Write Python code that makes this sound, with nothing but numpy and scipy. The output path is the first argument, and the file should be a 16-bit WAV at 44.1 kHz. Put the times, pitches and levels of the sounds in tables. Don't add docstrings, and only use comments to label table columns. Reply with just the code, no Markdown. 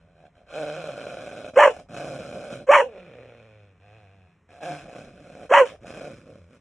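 import sys
import numpy as np
from scipy import signal
from scipy.fft import rfft, irfft, next_fast_len
from scipy.io import wavfile
from scipy.ndimage import uniform_filter1d, minimum_filter1d

SR = 44100
rng = np.random.default_rng(int(sys.argv[2]) if len(sys.argv) > 2 else 0)


def generate_wav(sig):
    pcm = np.round(np.clip(np.atleast_2d(sig).T, -1, 1) * 32767).astype(np.int16)
    wavfile.write(sys.argv[1], SR, pcm)


def gain_from_db(level_db):
    decades = np.asarray(level_db, float) / 20
    return 10 ** decades


N = 291242

# frequency_hz, density_db
RUMBLE = [(12, -33), (25, -27.5), (50, -18.5), (85, 2), (125, -10), (165, 0), (250, -18), (400, -14.5),
          (750, -26.5), (1000, -21.5), (2400, -26), (3500, -42.5), (8000, -44), (12000, -64), (22000, -120)]
RUMBLE_DB = -63
# time_s, level_db
DEEP_LEVEL = [(0.0, -65.5), (1.29, -67), (1.45, -92), (1.58, -52), (1.62, -59), (3.232, -67.5),
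              (3.511, -77), (4.74, -76.5), (4.87, -59), (4.94, -72), (5.06, -58), (5.2, -67.5), (6.17, -61),
              (6.6, -77.5)]
# low_edge_hz, high_edge_hz
DEEP_BAND = [35.2, 81.4]

# frequency_hz, gain_db
CAGE_ECHO = [(100, -44), (300, -36.5), (600, -12), (1200, -16.5), (1800, -37.5), (2500, -4), (5000, 0),
             (11000, -6.5)]
# frequency_hz, left_lead_radians
PORT_LEAD = [(0, 0), (2150, 0.0), (2500, 0.5), (3620, 0.1), (3960, 2.6), (4220, 2.6), (4820, 3.1),
             (5250, 5.8), (5510, 6.4), (6720, 6.4), (8180, 7.9), (8530, 8.6), (9220, 9.1), (11700, 9.5)]
# frequency_hz, left_over_right_db
PORT_TILT = [(60, 0), (130, 0), (270, -1.4), (570, -1.1), (1210, -.5), (2570, -.3), (5460, -.4),
             (11600, .2)]
CEILING, HOLD_S = 0.9, 0.0049

# start_s, length_s, level_db, from_hz, to_hz
RASPS = [(1.67, 0.0643, -49, 2657, 2990), (2.78, 0.024, -45, 2760, 2900), (5.64, .09, -51, 2760, 3500)]
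# start_s, level_db
SLAPS = [(0.662, -26.5), (0.841, -23), (0.885, -28), (1.068, -21.5), (1.17, -26.5), (1.313, -27.5),
         (1.445, -25), (1.477, -29), (1.765, -31.5), (1.789, -39), (1.965, -26), (1.998, -27.5),
         (2.188, -34), (2.327, -26.5), (4.606, -41), (4.857, -39), (4.881, -37), (4.95, -35.5),
         (5.855, -36.5), (5.938, -36), (6.009, -27.5)]
STICK_S, STICK = 0.0044, 0.7

# time_s, burst_db, yelp_db, closing_tone_db, slow_tone_hz, jaw_resonance_hz
BARKS = [
    [(1.553, -50.5, -52, -79, 514.3, 470), (1.562, -24, -41, -58.5, 514.7, 500),
     (1.571, -30.5, -8.5, -63, 498.3, 503), (1.576, -21, -7, -48, 541.3, 530),
     (1.582, -19, -8.5, -40.5, 551.5, 555), (1.587, -12.5, -11.5, -36.5, 565.6, 590),
     (1.592, -11.5, -25, -21, 562.5, 800), (1.6, -13, -14.5, -31.5, 584.2, 885),
     (1.607, -12.5, -29, -21, 587.5, 870), (1.616, -14, -20, -18, 581, 885),
     (1.626, -13, -15.5, -29, 596.7, 1030), (1.636, -9.5, -18.5, -14.5, 575.6, 965),
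     (1.646, -16, -14, -21.5, 560, 972), (1.657, -19.5, -34.5, -7, 581, 960),
     (1.662, -16, -37, -10, 552, 930), (1.667, -22.5, -44, -26.5, 512, 900),
     (1.678, -22, -47, -10, 524, 850), (1.685, -28, -53, -22.5, 507, 850),
     (1.691, -31.5, -53, -33, 510, 880), (1.697, -37, -65, -17.5, 527, 900),
     (1.706, -45.5, -57.5, -28, 437, 900), (1.72, -52, -61, -42, 439, 950),
     (1.745, -74, -70, -72, 478, 750)],
    [(2.665, -56, -61, -67, 511, 520), (2.676, -36, -34, -72.5, 500, 540),
     (2.685, -33, -28, -63.5, 520, 495), (2.69, -28, -12, -59.5, 518, 508),
     (2.695, -26, -6.5, -55, 540, 545), (2.7, -25, -4.5, -45, 570, 572), (2.706, -23, -7, -40, 592, 596),
     (2.71, -21, -22.5, -13, 590, 770), (2.716, -13.5, -17, -21.5, 581.4, 860),
     (2.721, -13.5, -17.5, -32, 599.5, 920), (2.73, -11, -22, -21.5, 590.4, 880),
     (2.74, -8.5, -21, -31, 595.4, 1050), (2.752, -11.5, -18, -26, 598.5, 1130),
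     (2.76, -12, -21.5, -17, 599.7, 950), (2.77, -17, -18, -15.5, 581.7, 1030),
     (2.783, -18, -25, -18.5, 544.2, 965), (2.8, -18.5, -33, -15.5, 548, 950),
     (2.813, -26.5, -52.5, -22, 583, 850), (2.822, -35, -48, -23, 461, 800),
     (2.836, -47, -57, -33.5, 493, 900), (2.865, -77.5, -73, -47, 501.7, 780)],
    [(5.49, -55, -61, -64.5, 518, 520), (5.498, -35, -38, -68.5, 502.4, 545),
     (5.507, -30, -31.5, -61.5, 519.2, 500), (5.513, -30.5, -12, -56, 543.6, 490),
     (5.519, -23, -20.5, -55, 540.7, 525), (5.525, -21, -11.5, -44.5, 560, 665),
     (5.531, -17.5, -23, -30, 560, 725), (5.538, -8, -28.5, -36, 563, 860),
     (5.546, -10.5, -17, -30.5, 575.2, 900), (5.56, -14.5, -22.5, -25, 584.2, 965),
     (5.568, -9, -20.5, -16, 563, 1000), (5.576, -10.5, -22.5, -12, 579.4, 990),
     (5.59, -14, -27, -17, 560.5, 970), (5.603, -19, -32, -12, 570.7, 1000),
     (5.615, -25, -43.5, -10, 516.5, 1020), (5.624, -35, -47.5, -15, 478, 1000),
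     (5.635, -34.5, -42.5, -16, 520.5, 900), (5.648, -45, -56, -31, 458.4, 900),
     (5.66, -50.5, -64, -40, 500, 900), (5.678, -71.5, -80, -55, 490, 800)],
]
RAGGED = [.95, .9, .8]
# centre_hz, width_hz, level_db
OPEN_THROAT = [(1250, 780, -2), (1720, 470, -10), (2140, 1200, -21), (2620, 200, -19.5), (3270, 900, -23.5)]
# frequency_hz, density_db
BARK_HISS = [(2180, -38), (3700, -28.5), (4250, 2), (4930, -23.5), (5020, -16), (5560, -3.5), (7330, -1.5),
             (10900, -12), (11400, -14), (11600, -58.5), (15100, -99), (22000, -120)]
BARK_AIR_DB, AIR_SLOPE = -32, 0.74
YELP_OVERTONES = [-13, -24, -26]
CLOSING_OVERTONES = [-15, -19, -31, -32]
HALF = 0.5
EDGE_HZ = 3240

# time_s, first_resonance_db, upper_throat_db, chest_hum_db
GROWLS = [
    [(0.0, -71, -68.5, -64.5), (0.046, -65, -76, -60), (0.142, -64.5, -74, -66), (0.202, -56, -67.5, -58),
     (0.222, -59, -70.5, -55), (0.246, -48, -68, -68), (0.268, -58, -61.5, -62), (0.282, -58, -95, -75.5),
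     (0.312, -87.5, -90.5, -75), (0.358, -62, -68, -86.5), (0.392, -56, -67, -62), (0.422, -59, -74, -81),
     (0.46, -66, -83.5, -79.5)],
    [(0.46, -65, -69.5, -71), (0.5, -51, -53, -86), (0.524, -46, -51, -54), (0.554, -32.5, -42.5, -53.5),
     (0.618, -30, -43, -42.5), (0.86, -39.5, -45.5, -47), (0.89, -33, -43.5, -48), (0.944, -42, -51, -49),
     (0.97, -39, -46, -50.5), (1.404, -40.5, -49.5, -49.5), (1.494, -40, -48.5, -48.5),
     (1.528, -58, -81.5, -68), (1.54, -45, -54, -49.5), (1.558, -37.5, -49.5, -56.5)],
    [(1.885, -53, -52.5, -60), (1.901, -48, -57, -47.5), (1.975, -36, -39.5, -41.5), (2.005, -35, -44, -43),
     (2.219, -37.5, -47.5, -41.5), (2.235, -43, -48, -49.5), (2.345, -37, -49, -42.5),
     (2.495, -40, -50, -54.5), (2.525, -34.5, -43, -39), (2.579, -46.5, -53, -44.5),
     (2.625, -38.5, -56, -45.5), (2.653, -66.5, -77, -60), (2.66, -59, -74.5, -52.5)],
    [(2.835, -30, -52, -50), (2.853, -40, -52, -50), (2.866, -34, -56, -50), (2.885, -40, -58, -51),
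     (2.909, -45, -57, -54), (2.937, -45, -56, -54), (2.977, -42, -53, -51.5), (3.031, -52, -56.5, -52),
     (3.195, -46.5, -56.5, -56), (3.427, -54.5, -60, -57), (3.633, -59, -64, -54),
     (3.753, -69.5, -74, -57.5), (3.79, -72.5, -70.5, -61.5)],
    [(4.48, -84, -77, -81.5), (4.495, -56, -58.5, -62.5), (4.6, -49, -60, -81.5), (4.634, -33.5, -43, -56),
     (4.72, -33, -43.5, -40), (4.816, -51.5, -50, -54.5), (4.868, -46, -55.5, -42.5),
     (4.9, -46.5, -54.5, -58.5), (4.972, -42.5, -49.5, -47.5), (5.13, -57, -61.5, -53.5),
     (5.456, -43, -53.5, -51.5), (5.48, -62.5, -65, -70.5), (5.487, -27, -53, -58)],
    [(5.8, -54.5, -73, -72), (5.82, -67, -60, -50), (5.846, -43, -57.5, -51.5),
     (5.864, -46.5, -46.5, -46.5), (6.05, -39, -47, -47.5), (6.09, -40.5, -50.5, -44),
     (6.204, -63.5, -58.5, -53), (6.238, -62, -64, -54.5), (6.288, -47, -60, -52.5),
     (6.402, -57.5, -64.5, -51.5), (6.474, -66, -71, -54.5), (6.552, -57, -58, -58), (6.6, -80.5, -79, -68)],
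    [(1.705, -29, -41.5, -65), (1.729, -42.5, -55.5, -71), (1.741, -43.5, -49.5, -63),
     (1.801, -42, -50.5, -52.5), (1.849, -65, -77.5, -63.5), (1.87, -54, -80.5, -73)],
    [(5.655, -31.5, -40, -71), (5.699, -53, -47, -52), (5.749, -42.5, -59.5, -62.5),
     (5.765, -54.5, -60.5, -74.5), (5.779, -66, -89.5, -76.5), (5.8, -57, -80.5, -75.5)],
    [(3.79, -72, -68, -62), (3.846, -58, -63.5, -55.5), (3.93, -56, -60, -54.5), (4.1, -61.5, -65, -55.5),
     (4.26, -65.5, -69.5, -58), (4.32, -75, -70.5, -69), (4.41, -81, -83.5, -63), (4.47, -91, -97, -72)],
]
# time_s, pitch_hz
PITCH = [(0.0, 85.23), (.12, 84.75), (.19, 78.39), (.28, 73.17), (.42, 84.03), (0.5, 164.8), (0.57, 151.2),
         (0.68, 150), (0.8, 157.8), (0.88, 163.1), (0.93, 122), (1.89, 112.3), (1.97, 142.9), (2.19, 133.6),
         (2.35, 145.3), (2.6, 131.8), (2.8, 304), (2.85, 280.2), (2.9, 227.4), (2.945, 192.4),
         (3.02, 183.7), (3.08, 162.6), (3.1, 118.4), (3.31, 116.4), (3.36, 114.4), (3.51, 110.1),
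         (3.64, 102.4), (3.78, 88.55), (3.81, 95.24), (3.86, 106), (3.9, 102.8), (3.97, 112.6),
         (4.05, 97.96), (4.09, 94.3), (4.14, 100.9), (4.2, 94), (4.3, 89.05), (4.41, 82.6), (4.5, 92.61),
         (4.63, 158.5), (4.93, 140.5), (5.3, 136.7), (5.46, 115.6), (6.09, 133.7), (6.3, 114.2),
         (6.4, 90.5), (6.48, 83.1), (6.53, 128.7), (6.6, 130.9)]
# time_s, roughness (0-1)
ROUGH = [(0, .2), (.15, .2), (.22, .3), (.3, .35), (.52, .5), (.57, .1), (.74, .1), (.78, .25), (.86, .3),
         (.92, .7), (1.95, .8), (2.02, .48), (2.15, .55), (2.22, .8), (2.8, .8), (2.86, .15), (3.05, .25),
         (3.15, .4), (3.35, .28), (3.48, .05), (4.42, .05), (4.5, .7), (4.65, .38), (4.78, .42),
         (4.85, .75), (6.35, .75), (6.42, .15), (6.52, .2), (6.6, .6)]
# time_s, depth_db
RATTLE = [(0, 1), (.8, 2.5), (.95, 1), (2.6, 1), (2.88, 3), (3.35, 3.5), (3.5, 1), (4.4, 1), (4.85, 1.5),
          (6.6, 3)]
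# time_s, centre_hz
MOUTH = [(0, 560), (.25, 710), (.5, 597), (.72, 562), (.95, 579.6), (1.45, 595), (1.8, 642), (2.0, 638),
         (2.22, 549.4), (2.6, 582.4), (2.86, 560), (2.92, 465), (3.7, 510), (3.82, 690), (4.25, 724),
         (4.65, 780), (4.99, 640), (5.7, 556.5), (5.86, 656), (6.16, 525), (6.6, 473)]
REST_HZ = 560
# centre_hz, width_hz, level_db
UPPER = [(1240, 530, -12.5), (1434, 140, -4), (1785, 540, -30.5), (2377, 300, -6), (2440, 130, -8.5),
         (3120, 440, -12), (4010, 250, -14), (1500, 71, -14.5)]
FOLLOW = [0.252, 0.8, 0.083, 0.175, 0.78, 0.19, 0.089, 0.76]
SECOND_DB, HIGHER_DB = 0, -3.5
# time_s, nasal_share (0-1)
NASAL = [(2.7, 0), (2.9, 1), (4.4, 0.92), (4.6, 0.25), (4.9, 0.47)]
NASAL_CHANGE = [-3, -10, 17, 2, -4, -6, -7, 0]
NASAL_SECOND_DB, NASAL_DROP, NASAL_WIDEN = -2.5, 0.13, 0.2
# time_s, open_share (0-1)
JAW = [(1.5, 0), (1.6, 0.83), (1.8, 0.6), (1.88, 0.23), (2.7, 0), (2.8, .6), (2.9, .4), (3.0, 0),
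       (5.5, 0.11), (5.6, 1), (5.76, 0.9), (5.82, 0.27)]
# centre_hz, width_hz, level_db
AJAR = [(1150, 400, -1.5), (1680, 180, 4), (2300, 450, 0), (2950, 500, -8.5), (3550, 400, -15)]
# centre_hz, width_hz, gain_db
POCKETS = [(900, 75, -5), (1920, 260, -6)]
# frequency_hz, density_db
GROWL_HISS = [(2880, -35.5), (4900, 6), (5150, -3.5), (6440, -6.5), (6930, -8), (7360, -6.5), (8630, -7),
              (9080, -5), (11600, -19), (15100, -56.5), (22000, -120)]
# time_s, level_db
AIR = [(0, -13), (.4, -11.5), (1.5, -8.5), (2.6, -7.5), (2.9, -21), (4.4, -19), (4.55, -9), (6.6, -9.5)]
# time_s, clear_share (0-1)
CLEAR = [(0, .9), (.22, .9), (.3, .5), (.5, .5), (.54, .92), (.8, .9), (.88, .75), (.94, .3), (1.95, .2),
         (2.02, .65), (2.15, .55), (2.22, .25), (2.5, .25), (2.55, .6), (2.65, .3), (2.84, .95), (3.05, .9),
         (3.12, .7), (3.3, .85), (3.48, .97), (4.42, .97), (4.5, .3), (4.65, .85), (4.78, .8), (4.85, .25),
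         (6.33, .25), (6.42, .9), (6.48, .9), (6.52, .3), (6.6, .3)]
# time_s, level_db
OCTAVE = [(0, 1), (.3, 7), (.45, -17), (.6, -6.5), (2.8, -1.5), (3.2, -13.5), (3.75, -14.5), (4.1, -15.5),
          (4.4, 0), (4.6, -3), (6.6, -8.5)]


def evened(x):
    return x / np.sqrt(np.mean(x ** 2) + 1e-20)


def steady(x, width=2200):
    return x / np.sqrt(abs(uniform_filter1d(x ** 2, int(width))) + 1e-12)


def curve(points, at):
    return np.interp(at, *np.transpose(points))


def read(points, hz):
    f, value = np.transpose(points)
    return np.interp(np.log(hz + 1), np.log(f + 1), value)


def coloured(x, gain):
    size = next_fast_len(x.shape[-1])
    spectrum = rfft(x, size) * gain(np.fft.rfftfreq(size, 1 / SR))
    return irfft(spectrum, size)[..., :x.shape[-1]]


def band(x, order, edges_hz, kind):
    return signal.sosfilt(signal.butter(order, edges_hz, kind, fs=SR, output="sos"), x)


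def resonate(x, hz, width):
    turn = np.exp(2j * np.pi * np.cumsum(hz * np.ones(len(x))) / SR)
    r = np.exp(-np.pi * width / SR)
    return 2 * (turn * signal.lfilter([1 - r], [1, -r], x / turn)).real


def wobble(count, hz):
    return evened(resonate(resonate(rng.standard_normal(count), 0, hz), 0, hz))


def throat_ring(x, hz, width):
    hz = hz * (1 + 0.013 * wobble(len(x), 12))
    return resonate(resonate(x, hz, width), hz, 2 * width)


def voiced(hz, overtones_db):
    turn = 2 * np.pi * np.cumsum(hz) / SR
    return np.sqrt(2) * sum(gain_from_db(db) * np.sin((k + 1) * turn) for k, db in enumerate([0] + overtones_db))


def folds(hz, rough, jitter, shimmer_db):
    turns = np.cumsum(hz * np.exp(jitter * rough * wobble(len(hz), hz.mean()))) / SR
    cycle = turns.astype(int)
    size = gain_from_db(shimmer_db * rough * rng.standard_normal(len(hz))[cycle])
    phase = turns - cycle
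    pulses = np.diff(size * phase ** 2, prepend=0)
    gate = size * (0.25 + np.exp(-phase / 0.3))
    return pulses, gate


def hiss(gate, colour):
    puffed = gate * rng.standard_normal(len(gate))
    return steady(coloured(puffed, lambda hz: gain_from_db(read(colour, hz))))


def deep():
    low = band(rng.standard_normal(N), order=2, edges_hz=DEEP_BAND, kind="band")
    return gain_from_db(curve(DEEP_LEVEL, np.arange(N) / SR)) * evened(low)


def rumble():
    near, apart = rng.standard_normal((2, N)) * gain_from_db(0.83 * wobble(N, 2.1))
    both = np.array([near + 0.06 * apart, near - 0.06 * apart])
    return gain_from_db(RUMBLE_DB) * evened(coloured(both, lambda hz: gain_from_db(read(RUMBLE, hz))))


def cage(x, t60=0.16):
    taps = np.zeros((2, SR // 2))
    at = np.arange(60, SR // 2 - 22, 22)
    at = at + rng.integers(0, 22, (2, len(at)))
    bounce = rng.choice([-1., 1.], at.shape) * gain_from_db(-60 * at / SR / t60)
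    np.put_along_axis(taps, at, bounce, 1)
    return signal.fftconvolve(x[None], taps / np.linalg.norm(taps[0]), axes=1)[:, :N]


def rasp(s, length, db, from_hz, to_hz):
    hz = np.linspace(from_hz, to_hz, int(length * SR))
    air = rng.standard_normal(len(hz)) * gain_from_db(3.0 * wobble(len(hz), 90))
    ring = resonate(resonate(air, hz, 450), hz, 700)
    return s, gain_from_db(db) * evened(ring) * np.hanning(len(hz))


def slap(s, db):
    t = np.arange(SR // 30) / SR
    first = np.sin(2 * np.pi * curve(MOUTH, s) * t) * np.exp(-t / 0.0041) * (1 - np.exp(-t / 0.00055))
    upper = sum(gain_from_db(level) * np.sin(2 * np.pi * f * t) * np.exp(-np.pi * w * t) for f, w, level in UPPER)
    return s, gain_from_db(db) * (first + 0.3 * upper)


def bark_burst(slow, fast, gate, mouth_hz):
    air = gate * rng.standard_normal(len(gate))
    drive = evened(fast) + 0.8 * evened(slow) + 0.5 * evened(air)
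    throat = resonate(resonate(drive, mouth_hz, 540), mouth_hz, 890)
    spread = (mouth_hz / 1000) ** 0.4
    for f, w, db in OPEN_THROAT:
        throat = throat + gain_from_db(db) * resonate(resonate(drive, f * spread, w), f * spread, 2.5 * w)
    throat = np.tanh(0.45 * steady(throat, 900))
    return steady(band(throat, order=3, edges_hz=330, kind="high"), 1500)


def bark(rows, ragged):
    s, *columns = np.transpose(rows)
    t = np.arange(s[0], s[-1], 1 / SR)
    burst_db, yelp_db, closing_db, hz, mouth_hz = (np.interp(t, s, c) for c in columns)
    slow, gate = folds(hz, ragged, jitter=0.045, shimmer_db=4)
    fast, _ = folds(mouth_hz, 0.5 + 0.5 * ragged, jitter=0.045, shimmer_db=6)
    burst = bark_burst(slow, fast, gate, mouth_hz)

    clash = ragged * np.clip((mouth_hz / hz - 1.2) / 0.5, 0.05, 1)
    closing = voiced(hz * (1 + 0.024 * clash * wobble(len(t), 120)), CLOSING_OVERTONES)
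    closing = closing * gain_from_db(2.8 * clash * wobble(len(t), 70))
    yelp = voiced(mouth_hz * (1 + (0.006 + 0.03 * clash) * wobble(len(t), 100)), YELP_OVERTONES)
    yelp = yelp * gain_from_db(2.5 * clash * wobble(len(t), 110))
    yelp = yelp * (1 + HALF * clash * np.sin(np.pi * np.cumsum(hz) / SR))

    voice = gain_from_db(yelp_db) * yelp + gain_from_db(closing_db) * closing
    voice = voice + gain_from_db(burst_db + 0.82 * wobble(len(t), 80)) * burst
    for _ in range(2):
        voice = band(voice, order=14, edges_hz=EDGE_HZ, kind="low")
    voice = voice + gain_from_db(BARK_AIR_DB + AIR_SLOPE * burst_db) * hiss(gate, BARK_HISS)
    voice = band(voice, order=4, edges_hz=160, kind="high")
    return s[0], voice * signal.windows.tukey(len(t), 0.05)


def chest_hum(low, t):
    clear = curve(CLEAR, t)
    turns = np.cumsum(curve(PITCH, t) * (1 + 0.1 * (1 - clear) * wobble(len(t), 40))) / SR
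    tone = np.sin(2 * np.pi * turns) + gain_from_db(curve(OCTAVE, t)) * np.sin(4 * np.pi * turns)
    tone = tone * gain_from_db(1.5 * wobble(len(t), 19))
    rough = resonate(resonate(low, 210, 240), 130, 390)
    rough = rough + 0.38 * resonate(resonate(low, 145, 77), 145, 140)
    chest = clear * tone + (1 - clear) * steady(rough)
    return steady(band(chest, order=4, edges_hz=65, kind="high"), 4000)


def first_resonance(low, first_hz, nasal):
    share = np.clip((first_hz - 500) / 220, 0, 1)
    first = 0.78 * (1 - nasal) * resonate(low, first_hz, 110)
    lower_gain = 1.1 - 0.72 * share * (1 - 0.42 * nasal)
    first = first + lower_gain * resonate(low, 580 * (1 - NASAL_DROP * nasal), 120)
    first = first + (0.34 + 2.2 * share) * resonate(low, 702.6, 53)
    first = first + 0.58 * resonate(low, 200, 170)
    first = band(first, order=5, edges_hz=582, kind="low")
    return steady(band(first, order=2, edges_hz=454, kind="high"), 4800)


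def upper_throat(pulses, gate, t, rough, nasal, upper_db):
    airs = [steady(gate * rng.standard_normal(len(t))) for _ in UPPER]
    moved = curve(MOUTH, t) - REST_HZ
    widen = 1 + NASAL_WIDEN * nasal.mean()
    rings = []
    for (hz, width, db), change, step, air in zip(UPPER, NASAL_CHANGE, FOLLOW, airs):
        high = pulses + (0.9 - 0.35 * nasal + 1.7 * rough) * air
        rings.append(gain_from_db(db + nasal * change) * throat_ring(high, hz + step * moved, width * widen))
    second = gain_from_db(SECOND_DB + nasal * NASAL_SECOND_DB) * steady(sum(rings[:3]) + rings[-1], 5300)
    higher = gain_from_db(HIGHER_DB) * steady(sum(rings[3:-1]), 5300)
    shut = gain_from_db(upper_db) * (second + higher)

    ajar = sum(gain_from_db(db) * throat_ring(air, hz, width) for (hz, width, db), air in zip(AJAR, airs))
    ajar = gain_from_db(upper_db + 1.5 * wobble(len(t), 60)) * steady(ajar, 1800)
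    jaw = curve(JAW, t)
    return (1 - jaw) * shut + jaw * ajar


def growl(rows):
    s, *columns = np.transpose(rows)
    t = np.arange(s[0], s[-1], 1 / SR)
    first_db, upper_db, chest_db = (np.interp(t, s, c) for c in columns)
    rough, nasal = curve(ROUGH, t), curve(NASAL, t)

    pulses, gate = folds(curve(PITCH, t), rough, jitter=0.38, shimmer_db=-1.0)
    flap = np.sin(2 * np.pi * np.cumsum(52 * np.exp(0.36 * wobble(len(t), 30))) / SR)
    chop = gain_from_db(curve(RATTLE, t) * flap + 2.0 * rough * wobble(len(t), 25))
    pulses, gate = steady(chop * pulses), chop * gate
    puffs = steady(gate * rng.standard_normal(len(t)))
    low = pulses + 1.1 * rough * puffs

    voice = gain_from_db(first_db) * first_resonance(low, curve(MOUTH, t), nasal)
    voice = voice + upper_throat(pulses, gate, t, rough, nasal, upper_db)
    voice = voice + gain_from_db(chest_db) * chest_hum(low, t)
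    voice = voice + gain_from_db(upper_db + curve(AIR, t)) * hiss(gate, GROWL_HISS)
    for hz, width, db in POCKETS:
        voice = voice - (1 - gain_from_db(db)) * (1 - nasal) * resonate(voice, hz, width)
    for at, _ in SLAPS:
        voice = voice * (1 - STICK * np.exp(-((t - at) / STICK_S + 1) ** 2))
    return s[0], voice * signal.windows.tukey(len(t), 0.015)


def scene():
    sounds = [growl(rows) for rows in GROWLS] + [bark(*row) for row in zip(BARKS, RAGGED)]
    sounds += [slap(*row) for row in SLAPS] + [rasp(*row) for row in RASPS]
    dog = np.zeros(N)
    for s, sound in sounds:
        part = dog[round(s * SR):][:len(sound)]
        part += sound[:len(part)]

    side = np.array([[0.5], [-0.5]])

    def ports(hz):
        return gain_from_db(side * read(PORT_TILT, hz)) * np.exp(1j * side * curve(PORT_LEAD, hz))

    direct = coloured(dog[None], ports)
    echo = coloured(cage(dog), lambda hz: gain_from_db(read(CAGE_ECHO, hz)))
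    return direct + echo + rumble() + deep()


def roll_off(x):
    return signal.sosfilt(signal.butter(12, 12170, fs=SR, output="sos"), x)


def record(dry):
    dipped = coloured(dry, lambda hz: gain_from_db(-22 * np.exp(-((hz - 4650) / 260) ** 2)))
    size = int(HOLD_S * SR)
    room = np.minimum(CEILING / (abs(dipped).max(0) + 1e-9), 1)
    gain = minimum_filter1d(room, 2 * size + 1)
    gain = uniform_filter1d(uniform_filter1d(gain, size), size)
    return roll_off(dipped * gain)


dry = scene()
out = record(dry)
generate_wav(out)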